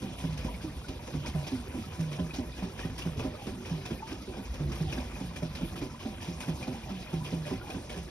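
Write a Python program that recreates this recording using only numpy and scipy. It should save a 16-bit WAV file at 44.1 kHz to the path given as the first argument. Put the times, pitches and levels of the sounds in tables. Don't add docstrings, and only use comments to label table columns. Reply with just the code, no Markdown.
import sys
import numpy as np
from scipy import signal
from scipy.fft import rfft, irfft
from scipy.io import wavfile

SR = 44100
rng = np.random.default_rng(int(sys.argv[2]) if len(sys.argv) > 2 else 0)


def waveform_to_disk(signal):
    frames = np.transpose(np.atleast_2d(signal))
    scaled = np.clip(frames, -1, 1) * 32767
    samples = np.round(scaled).astype(np.int16)
    wavfile.write(sys.argv[1], SR, samples)


N = 357210


def from_db(db):
    return 10 ** (np.asarray(db) / 20)


def rms_one(x):
    return x / np.sqrt(np.mean(x ** 2) + 1e-20)


def drift(rate_hz):
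    step, run_in = 40, 2000
    pole = np.exp(-2 * np.pi * rate_hz * step / SR)
    noise = rng.standard_normal(N // step + run_in + 2)
    slow = signal.lfilter([1], [1, -2 * pole, pole * pole], noise)[run_in:]
    return np.interp(np.arange(N) / step, np.arange(len(slow)), rms_one(slow))


def butter(hz, kind, order=2):
    return signal.butter(order, hz, kind, fs=SR, output="sos")


def ring(clicks, hz, t60):
    r, w = from_db(-60 / (t60 * SR)), 2 * np.pi * hz / SR
    return signal.lfilter([0, np.sin(w)], [1, -2 * r * np.cos(w), r * r], clicks + 1e-18)


def add(out, s, sound):
    i = round(s * SR)
    out[..., i:i + sound.shape[-1]] += sound[..., :N - i]


def patchy_noise(eq, shared_db, shared_hz, own_db, own_hz):
    noise, together = 0, drift(shared_hz)
    edges = np.minimum(20 * 2 ** np.arange(0, 10.1, .5), 19000)
    white = rng.standard_normal((2, 2, N))
    for k in range(len(edges) - 1):
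        band = signal.sosfilt(butter(edges[k:k + 2], "band"), white[k % 2])
        noise = noise + band * from_db(shared_db * together + own_db * drift(own_hz))
    hz, db = np.transpose(eq)
    grid = np.arange(N // 2 + 1) * SR / N + 1
    curve = from_db(np.interp(np.log(grid), np.log(hz), db))
    return rms_one(irfft(rfft(noise) * curve, N))


def fizz(per_s, low_hz, high_hz, cycles, spread_db):
    sizes = from_db(spread_db * np.minimum(rng.exponential(1, (2, N)), 5)) * rng.choice([-1, 1], (2, N))
    bursts = sizes * (rng.random((2, N)) < per_s / SR)
    pitch_index = rng.integers(0, 16, (2, N))
    pitches = np.geomspace(low_hz, high_hz, 16)
    return rms_one(sum(ring(bursts * (pitch_index == k), hz, cycles / hz) for k, hz in enumerate(pitches)))


def bubble(db, hz, length, glide_oct, attack, firm, trough_s=None):
    t = np.arange(round(4 * length * SR)) / SR
    pitch = hz * 2 ** (glide_oct * (np.minimum(t / length, 2) - .5))
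    phase = 2 * np.pi * np.cumsum(pitch) / SR
    envelope = (1 - np.exp(-t / attack)) * np.exp(-(t / length) ** firm)
    start = rng.uniform(0, 2 * np.pi)
    if trough_s is not None:
        start = np.pi - np.interp(trough_s, t, phase)
    return from_db(db) * envelope * np.cos(phase + start)


# f/Hz, level/dB
WATER_EQ = [(100, 10), (160, 7), (230, 3), (400, 0), (700, -6.5), (1050, -8.5), (1250, -18), (1800, -17),
            (2550, -11), (3300, -11), (4200, -17), (5000, -14.5), (6500, -18.5), (8300, -21.5),
            (12000, -24.5), (15500, -31.5)]
# f/Hz, level/dB
RUMBLE_EQ = [(25, -45), (38, -26), (55, 15), (75, 7.5), (110, -34), (200, -24), (500, -48)]
# t/s, rumble level/dB, water level/dB
WASH_FADERS = [(0.0, -55, -44), (0.43, -44, -42.5), (0.95, -59, -45), (1.26, -52, -42), (1.69, -55, -43),
               (2.0, -69, -43), (2.3, -53, -43.5), (2.78, -52, -44), (3.09, -44, -42.5), (3.35, -61, -43),
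               (4.31, -53, -46), (4.7, -41, -42.5), (5.21, -58, -43.5), (5.661, -55, -41.5),
               (5.96, -58, -45.5), (6.56, -60, -42), (6.88, -54, -43.5), (7.17, -60, -43.5),
               (8.1, -54, -45)]


def wash():
    water = patchy_noise(WATER_EQ, shared_db=.64, shared_hz=13.5, own_db=2.9, own_hz=11.7)
    water += (churn() - 1) * signal.sosfiltfilt(butter(580, "low"), water)
    water += .11 * fizz(110, 192, 1063, cycles=45, spread_db=3.5)
    water += .18 * fizz(500, 900, 6000, cycles=50, spread_db=2.5)
    water += .2 * fizz(160, 550, 2000, cycles=20, spread_db=2.5)
    rumble = patchy_noise(RUMBLE_EQ, shared_db=1, shared_hz=2.7, own_db=.5, own_hz=11)
    s, rumble_db, water_db = np.transpose(WASH_FADERS)
    t = np.arange(N) / SR
    return from_db(np.interp(t, s, rumble_db)) * rumble + from_db(np.interp(t, s, water_db)) * water


def churn(depth_db=2):
    swells, t = np.zeros(N), np.arange(SR // 2) / SR
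    for s, *_ in AIR_POCKETS:
        add(swells, s, (1 - np.exp(-t / .008)) * np.exp(-t / .06))
    return from_db(depth_db * rms_one(swells - swells.mean()))


# f/Hz, level/dB, t60/s
HULL_MODES = [(266.4, 1, 0.15), (345.4, -8.5, 0.19), (380, -5, 0.11), (524.6, -13.5, 0.18),
              (617.7, -13.5, 0.25), (771, -16, 0.32), (1011, -20.5, 0.24), (4980, -45, 0.037)]


def hull_hum(water, level_db=-50, tilt_db_per_oct=4, wet_t60_share=.6):
    hum = 0
    for hz, db, t60 in HULL_MODES:
        gain = from_db(db + tilt_db_per_oct * np.log2(hz / HULL_MODES[0][0]) + 5 * drift(12))
        hum = hum + gain * rms_one(ring(water, hz, wet_t60_share * t60))
    return from_db(level_db) * rms_one(hum)


def paddle_box(water, level_db=-62, modes_hz=(2420, 2490)):
    strikes = signal.sosfilt(butter(1500, "high"), water) * rng.choice([-1, 1], water.shape)
    ringing = sum(ring(strikes * from_db(4 * drift(20)), hz, t60=.045) for hz in modes_hz)
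    return from_db(level_db) * rms_one(ringing)


# f/Hz, level/dB
SPRAY_EQ = [(200, 15), (600, 14), (1050, 8.5), (1250, 2), (1800, -6.5), (2500, 3), (3300, 1.5), (4200, -10),
            (5200, -0.5), (7000, -9), (9000, -9.5), (12500, -16.5), (15500, -18)]
# t/s, level/dB, t60/s (capped at 0.6), treble gain/dB, attack/s
PADDLE_HITS = [(0.016, -50.5, 0.27, 8, 0.004), (0.178, -44.5, 0.36, 6.5, .01),
               (0.374, -51.5, 0.57, 11, 0.0023), (0.44, -62, .3, 3, 0.012), (0.612, -56, 0.19, 23, 0.013),
               (0.88, -46.5, 0.13, 11, 0.0046), (1.069, -43, 0.24, 2, 0.0039),
               (1.259, -40.5, 0.22, 8, 0.0014), (1.385, -57, 0.26, 17, .01), (1.463, -42, 0.34, 6, .004),
               (1.699, -44, 0.26, -15, 0.0092), (1.912, -46.5, 0.4, 1, 0.0057),
               (1.99, -56.5, 0.27, 18, 0.0072), (2.114, -41, 0.3, 5.5, 0.013), (2.334, -41, 0.22, 8, .005),
               (2.56, -43, 0.56, -1, 0.015), (2.777, -41.5, 0.29, 0.5, .006), (2.792, -53, 0.38, -1, .002),
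               (2.979, -48.5, 0.52, 9.5, 0.0027), (3.19, -40.5, 0.28, 4, 0.0046),
               (3.464, -44, 0.19, 5.5, 0.0072), (3.648, -44.5, 0.66, 5, 0.0044),
               (3.85, -43.5, 0.3, 4.5, 0.0043), (3.907, -40.5, 0.18, -32, 0.0022),
               (4.069, -39, 0.22, 9, 0.024), (4.321, -41, 0.28, -3, 0.015), (4.537, -45, 0.43, -14, .004),
               (4.715, -39.5, 0.43, 1.5, 0.0046), (4.895, -45, 0.44, 6.5, 0.011),
               (4.921, -45, 0.49, 0, 0.0022), (4.975, -47, 0.29, -12, .003),
               (5.154, -42.5, 0.35, -17, 0.0048), (5.358, -43.5, 0.17, 1, 0.0017),
               (5.549, -49, 0.31, 11.5, 0.0028), (5.755, -43.5, 0.36, 7.5, 0.014),
               (5.813, -49, 0.17, -24, .003), (5.991, -45.5, 0.59, 5, .008), (6.202, -45.5, 0.71, 9, 0.011),
               (6.402, -48, 0.4, 9.5, 0.0031), (6.607, -45.5, 0.32, 0, 0.0036),
               (6.626, -50.5, 0.24, 8, .004), (6.723, -50, 0.22, 8, 0.005), (6.89, -44.5, 0.16, 6, 0.0045),
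               (7.072, -47, 0.6, 1, 0.0073), (7.244, -45.5, 0.48, 9.5, 0.006),
               (7.452, -36, 0.27, 3.5, 0.018), (7.665, -42.5, 0.81, 0, 0.018), (7.893, -43, 0.46, 5, .002)]


def splashes():
    envelopes, t = smack_envelopes(), np.arange(SR // 2) / SR
    spits = [(s, slap_db - 32.5, .18, 17, .0093) for s, *_, slap_db in AIR_POCKETS]
    for s, db, t60, treble_db, attack in PADDLE_HITS + spits:
        burst = (1 - np.exp(-t / attack)) * from_db(db - 60 * t / min(t60, .6))
        add(envelopes, s, burst * from_db([[0], [treble_db]]))
    spray = patchy_noise(SPRAY_EQ, shared_db=1.96, shared_hz=60, own_db=2.5, own_hz=30)
    spray += .3 * fizz(900, 1500, 6500, cycles=28, spread_db=3)
    spray += .19 * fizz(320, 462, 1203, cycles=71, spread_db=3)
    low, high = (signal.sosfilt(butter(3000, kind), spray) for kind in ("low", "high"))
    body, treble = envelopes
    return body * low - treble * high


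def drops(per_splash=24, low_hz=700, high_hz=6000, latest_s=.18, cycles=22):
    out = np.zeros(N)
    for s, db, *_ in PADDLE_HITS:
        for late, small, high in rng.random((per_splash, 3)):
            hz = low_hz * (high_hz / low_hz) ** high
            tick = bubble(db - 10 - 10 * small, hz, cycles / hz, glide_oct=.025, attack=1.5 / hz, firm=1.2)
            add(out, s + latest_s * late ** 2, tick)
    return out


# t/s, level/dB, f/Hz, length/s, slap level/dB
AIR_POCKETS = [(0.018, -32, 199, 0.071, -29), (0.235, -29.5, 158.5, 0.13, -26),
               (0.445, -35, 235, 0.047, -25.5), (0.635, -32, 319.5, 0.047, -30.5),
               (0.883, -41, 269, 0.067, -29), (1.138, -32, 146.8, 0.13, -26.5),
               (1.345, -23, 151.7, 0.063, -26.5), (1.516, -33, 253, 0.088, -27),
               (1.736, -31.5, 245, 0.062, -28), (1.986, -26, 158.4, 0.12, -32),
               (2.186, -25.5, 171.7, 0.073, -23), (2.383, -22.5, 266, 0.026, -28.5),
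               (2.621, -27.5, 186.5, 0.035, -25.5), (2.844, -33, 164, 0.036, -28.5),
               (3.051, -27, 167.6, 0.055, -27.5), (3.17, -31, 150, 0.02, -55),
               (3.239, -29.5, 262.6, 0.06, -24), (3.467, -38, 203.5, 0.097, -29),
               (3.707, -24, 164.6, 0.056, -33), (3.902, -36, 222, 0.051, -31),
               (4.111, -33, 330, 0.027, -25.5), (4.274, -34, 380, 0.035, -34),
               (4.365, -30.5, 206, 0.039, -28.5), (4.598, -26.5, 147, 0.085, -26),
               (4.67, -43, 147, 0.061, -49), (4.801, -24.5, 156.5, 0.071, -28),
               (4.964, -38.5, 244, 0.12, -27), (5.2, -34.5, 184.3, 0.084, -27),
               (5.421, -29.5, 161, 0.079, -30), (5.609, -32.5, 168, 0.061, -27),
               (5.719, -39, 179, 0.07, -56), (5.813, -31.5, 292, 0.035, -24), (6.048, -30, 223, 0.05, -28),
               (6.278, -34, 172, 0.068, -30), (6.479, -26, 164, 0.046, -23.5),
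               (6.671, -31, 249.4, 0.085, -24), (6.901, -31.5, 190.3, 0.083, -29),
               (7.128, -27.5, 159.5, 0.11, -26), (7.318, -28.5, 163.4, 0.11, -26),
               (7.505, -33, 279, 0.044, -22.5), (7.738, -37.5, 198, 0.056, -32),
               (7.964, -35, 174, 0.057, -32)]


def gulps():
    out = np.zeros(N)
    for s, db, hz, length, _ in AIR_POCKETS:
        shut_s = next((at - s for at, _ in POCKET_SHUTS if 0 < at - s < .03), None)
        add(out, s, bubble(db, hz, length, glide_oct=-.15, attack=.007, firm=1.5, trough_s=shut_s))
    return out * from_db(1.6 * drift(37))


def slaps(shake_db=-27):
    jolts, t = np.zeros(N), np.arange(SR // 10) / SR
    for s, *_, slap_db in AIR_POCKETS:
        add(jolts, s, from_db(slap_db) * (1 - np.exp(-t / .0041)) * np.exp(-t / .011))
    hull = np.zeros(N)
    for hz, mode_db, t60 in HULL_MODES:
        shake = jolts * rng.standard_normal(N) * from_db(shake_db + mode_db + 1.86 * drift(5))
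        hull += ring(shake, hz, t60)
    return hull + signal.sosfilt(butter([150, 1000], "band"), jolts * rng.standard_normal(N))


# t/s, level/dB
FLAT_SMACKS = [(0.21, -42), (0.375, -39.5), (1.485, -48), (2.341, -37.5), (2.794, -35), (2.981, -39),
               (3.857, -43), (4.542, -39), (4.719, -47), (4.81, -44), (4.923, -51), (5.361, -39),
               (5.429, -41), (5.552, -43), (6.405, -35), (6.63, -45), (7.703, -38.5), (7.975, -43)]


def smack_envelopes(attack_s=.0015, decay_s=.017, body_db=-15.5):
    out, t = np.zeros((2, N)), np.arange(SR // 2) / SR
    snap = (1 - np.exp(-t / attack_s)) * np.exp(-t / decay_s)
    for s, db in FLAT_SMACKS:
        add(out, s - attack_s, from_db([[db + body_db], [db]]) * snap)
    return out


# t/s, level/dB
POCKET_SHUTS = [(0.253, -26), (0.4511, -22), (0.6521, -29), (0.9005, -29.5), (1.1523, -25), (1.356, -35),
                (1.5331, -40), (1.747, -29), (2.0017, -48), (2.205, -40), (2.3999, -38), (2.6376, -37),
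                (2.8568, -47), (3.0689, -46), (3.2565, -35), (3.4789, -31), (3.7198, -47), (3.9214, -24),
                (4.613, -43), (4.8173, -28), (4.9891, -27), (5.4356, -26.5), (5.6357, -22.5), (5.831, -32),
                (6.2886, -32.0), (6.4943, -24), (6.6839, -32.5), (7.1415, -27.5), (7.3409, -26.5),
                (7.5259, -42), (7.769, -27), (7.98, -38)]


def knocks(half_width_s=.0013, lead_s=.008):
    out, t = np.zeros(N), np.arange(SR // 10) / SR
    offset_squared = ((t - lead_s) / half_width_s) ** 2
    knock = (offset_squared - 1) * np.exp(-offset_squared / 2)
    for s, db in POCKET_SHUTS:
        add(out, s - lead_s, from_db(db) * knock)
    return out


# t/s, level/dB, f/Hz
HULL_HEAVES = [(0.26, -29, 66), (0.386, -28, 64.5), (0.487, -37, 55.7), (0.758, -27, 65), (1.14, -46, 86),
               (1.284, -28, 75), (1.358, -27, 85), (1.589, -31, 62), (1.678, -28.5, 80),
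               (2.21, -29.5, 78.5), (2.846, -36, 72), (3.073, -30, 77), (3.258, -45, 69), (3.703, -35, 78),
               (3.926, -29, 65), (4.497, -26, 55), (4.653, -24, 76), (4.86, -26.5, 89), (4.993, -28.5, 73),
               (5.054, -34, 64), (5.443, -34, 63), (5.637, -32, 57.3), (6.145, -35, 74), (6.352, -31, 70.5),
               (6.541, -31, 70.5), (6.933, -39, 62), (7.144, -33, 72), (7.326, -29, 72), (7.748, -29, 86),
               (7.988, -28, 71)]


def heaves():
    out = np.zeros(N)
    for s, db, hz in HULL_HEAVES:
        add(out, s, bubble(db, hz, length=.032, glide_oct=-.099, attack=.013, firm=1.8))
    return out


# t/s, level/dB, f/Hz, length/s
PITCHED_ACCENTS = [(0.385, -39, 500, .02), (0.482, -37, 970, .022), (0.541, -44, 2250, .014),
                   (0.845, -48, 1450, .014), (0.991, -44, 950, .015), (1.08, -40, 506, .015),
                   (1.248, -40, 950, .015), (1.268, -39, 2430, .012), (1.444, -41, 2450, .007),
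                   (1.664, -40, 390, .025), (1.839, -43, 1290, .014), (1.947, -43, 991, .018),
                   (2.195, -40, 600, .015), (2.308, -40, 2500, .009), (2.53, -43, 2500, .014),
                   (2.568, -45, 1650, .01), (2.592, -40, 2450, .01), (2.64, -42, 390, .07),
                   (2.79, -44, 1700, .012), (2.832, -44, 1855, .016), (2.977, -46, 1980, .01),
                   (3.022, -35, 2760, .008), (3.16, -40, 420, .03), (3.192, -41, 2600, .008),
                   (3.198, -37, 440, .022), (3.205, -39, 2480, .009), (3.385, -44, 840, .02),
                   (3.415, -41, 800, .025), (3.508, -42, 580, .015), (3.57, -43, 370, .08),
                   (3.66, -42, 2480, .01), (3.76, -43, 385, .08), (3.855, -41, 2600, .012),
                   (3.993, -42, 2450, .007), (4.021, -34, 885, .028), (4.926, -36, 2670, .01),
                   (4.975, -43, 1580, .012), (4.983, -42, 4820, .006), (5.155, -44, 2480, .012),
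                   (5.309, -44, 1000, .015), (5.36, -42, 2370, .012), (5.421, -39, 600, .022),
                   (5.553, -41, 560, .025), (5.77, -39, 340, .035), (5.943, -44, 1000, .02),
                   (6.067, -38, 600, .018), (6.413, -40, 2480, .01), (6.421, -43, 970, .016),
                   (6.433, -44, 1515, .012), (6.628, -35, 2410, .013), (6.668, -39, 760, .015),
                   (6.745, -42, 800, .02), (6.835, -47, 2420, .014), (6.86, -44, 760, .04),
                   (7.069, -39, 2460, .014), (7.205, -44, 990, .04), (7.47, -43, 600, .018),
                   (7.638, -41, 830, .014), (7.66, -44, 2420, .014), (7.67, -41, 840, .012),
                   (7.702, -43, 2450, .01), (7.893, -43, 2250, .012)]


def accents():
    out = np.zeros(N)
    for s, db, hz, length in PITCHED_ACCENTS:
        add(out, s, bubble(db, hz, length, glide_oct=.025, attack=1.5 / hz, firm=1.2))
    return out


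# f/Hz, left phase lead/rad, likeness/0-1, left over right/dB
STEREO_IMAGE = [(20, -.05, .98, .3), (120, -.03, .975, -1.5), (300, .1, .99, -3.5), (550, .95, .9, -4),
                (950, 1.05, .88, -.5), (1400, .55, .76, 2.5), (1950, .8, .7, 1.5), (2350, .5, .15, 3),
                (2700, 2.7, .55, .3), (3300, 2.0, .72, -.5), (4000, 1.0, .6, -2), (4750, 1.9, .15, 1.5),
                (5250, .3, .72, .3), (6300, 1.3, .65, -.5), (7000, 2.9, .96, 0), (8100, 3.4, .96, 0),
                (9000, 4.7, .6, -.5), (10300, 6.28, .99, 0), (12000, 7.5, .65, 0), (12600, 9.2, .97, 0),
                (14300, 9.6, .97, 0), (15500, 12.55, .85, 0)]


def stereo(shared, scattered):
    grid = np.arange(N // 2 + 1) * SR / N
    hz, *columns = np.transpose(STEREO_IMAGE)
    lead, alike, balance_db = (np.interp(grid, hz, column) for column in columns)
    mid = np.sqrt((1 + alike) / 2) * rfft(shared)
    side = np.sqrt((1 - alike) / 2) * rfft(scattered)
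    pan = from_db(balance_db / 2) * np.exp(.5j * lead)
    return np.array([irfft((mid + side) * pan, N), irfft((mid - side) / pan, N)])


def scene():
    beat = gulps() + slaps() + knocks() + heaves()
    drips = (drops() + accents()) * from_db(2.8 * drift(80))
    water = splashes() + wash()
    shared, scattered = water + paddle_box(water) + hull_hum(water)
    echo = np.concatenate([np.zeros(180), beat[:-180]])
    return stereo(shared + beat + drips, scattered + .29 * echo + .34 * drips)


def record(dry):
    thin = signal.sosfiltfilt(butter(36, "high", order=3), dry)
    return signal.sosfilt(signal.cheby2(14, 70, 16090.8, fs=SR, output="sos"), thin)


dry = scene()
out = record(dry)
waveform_to_disk(out)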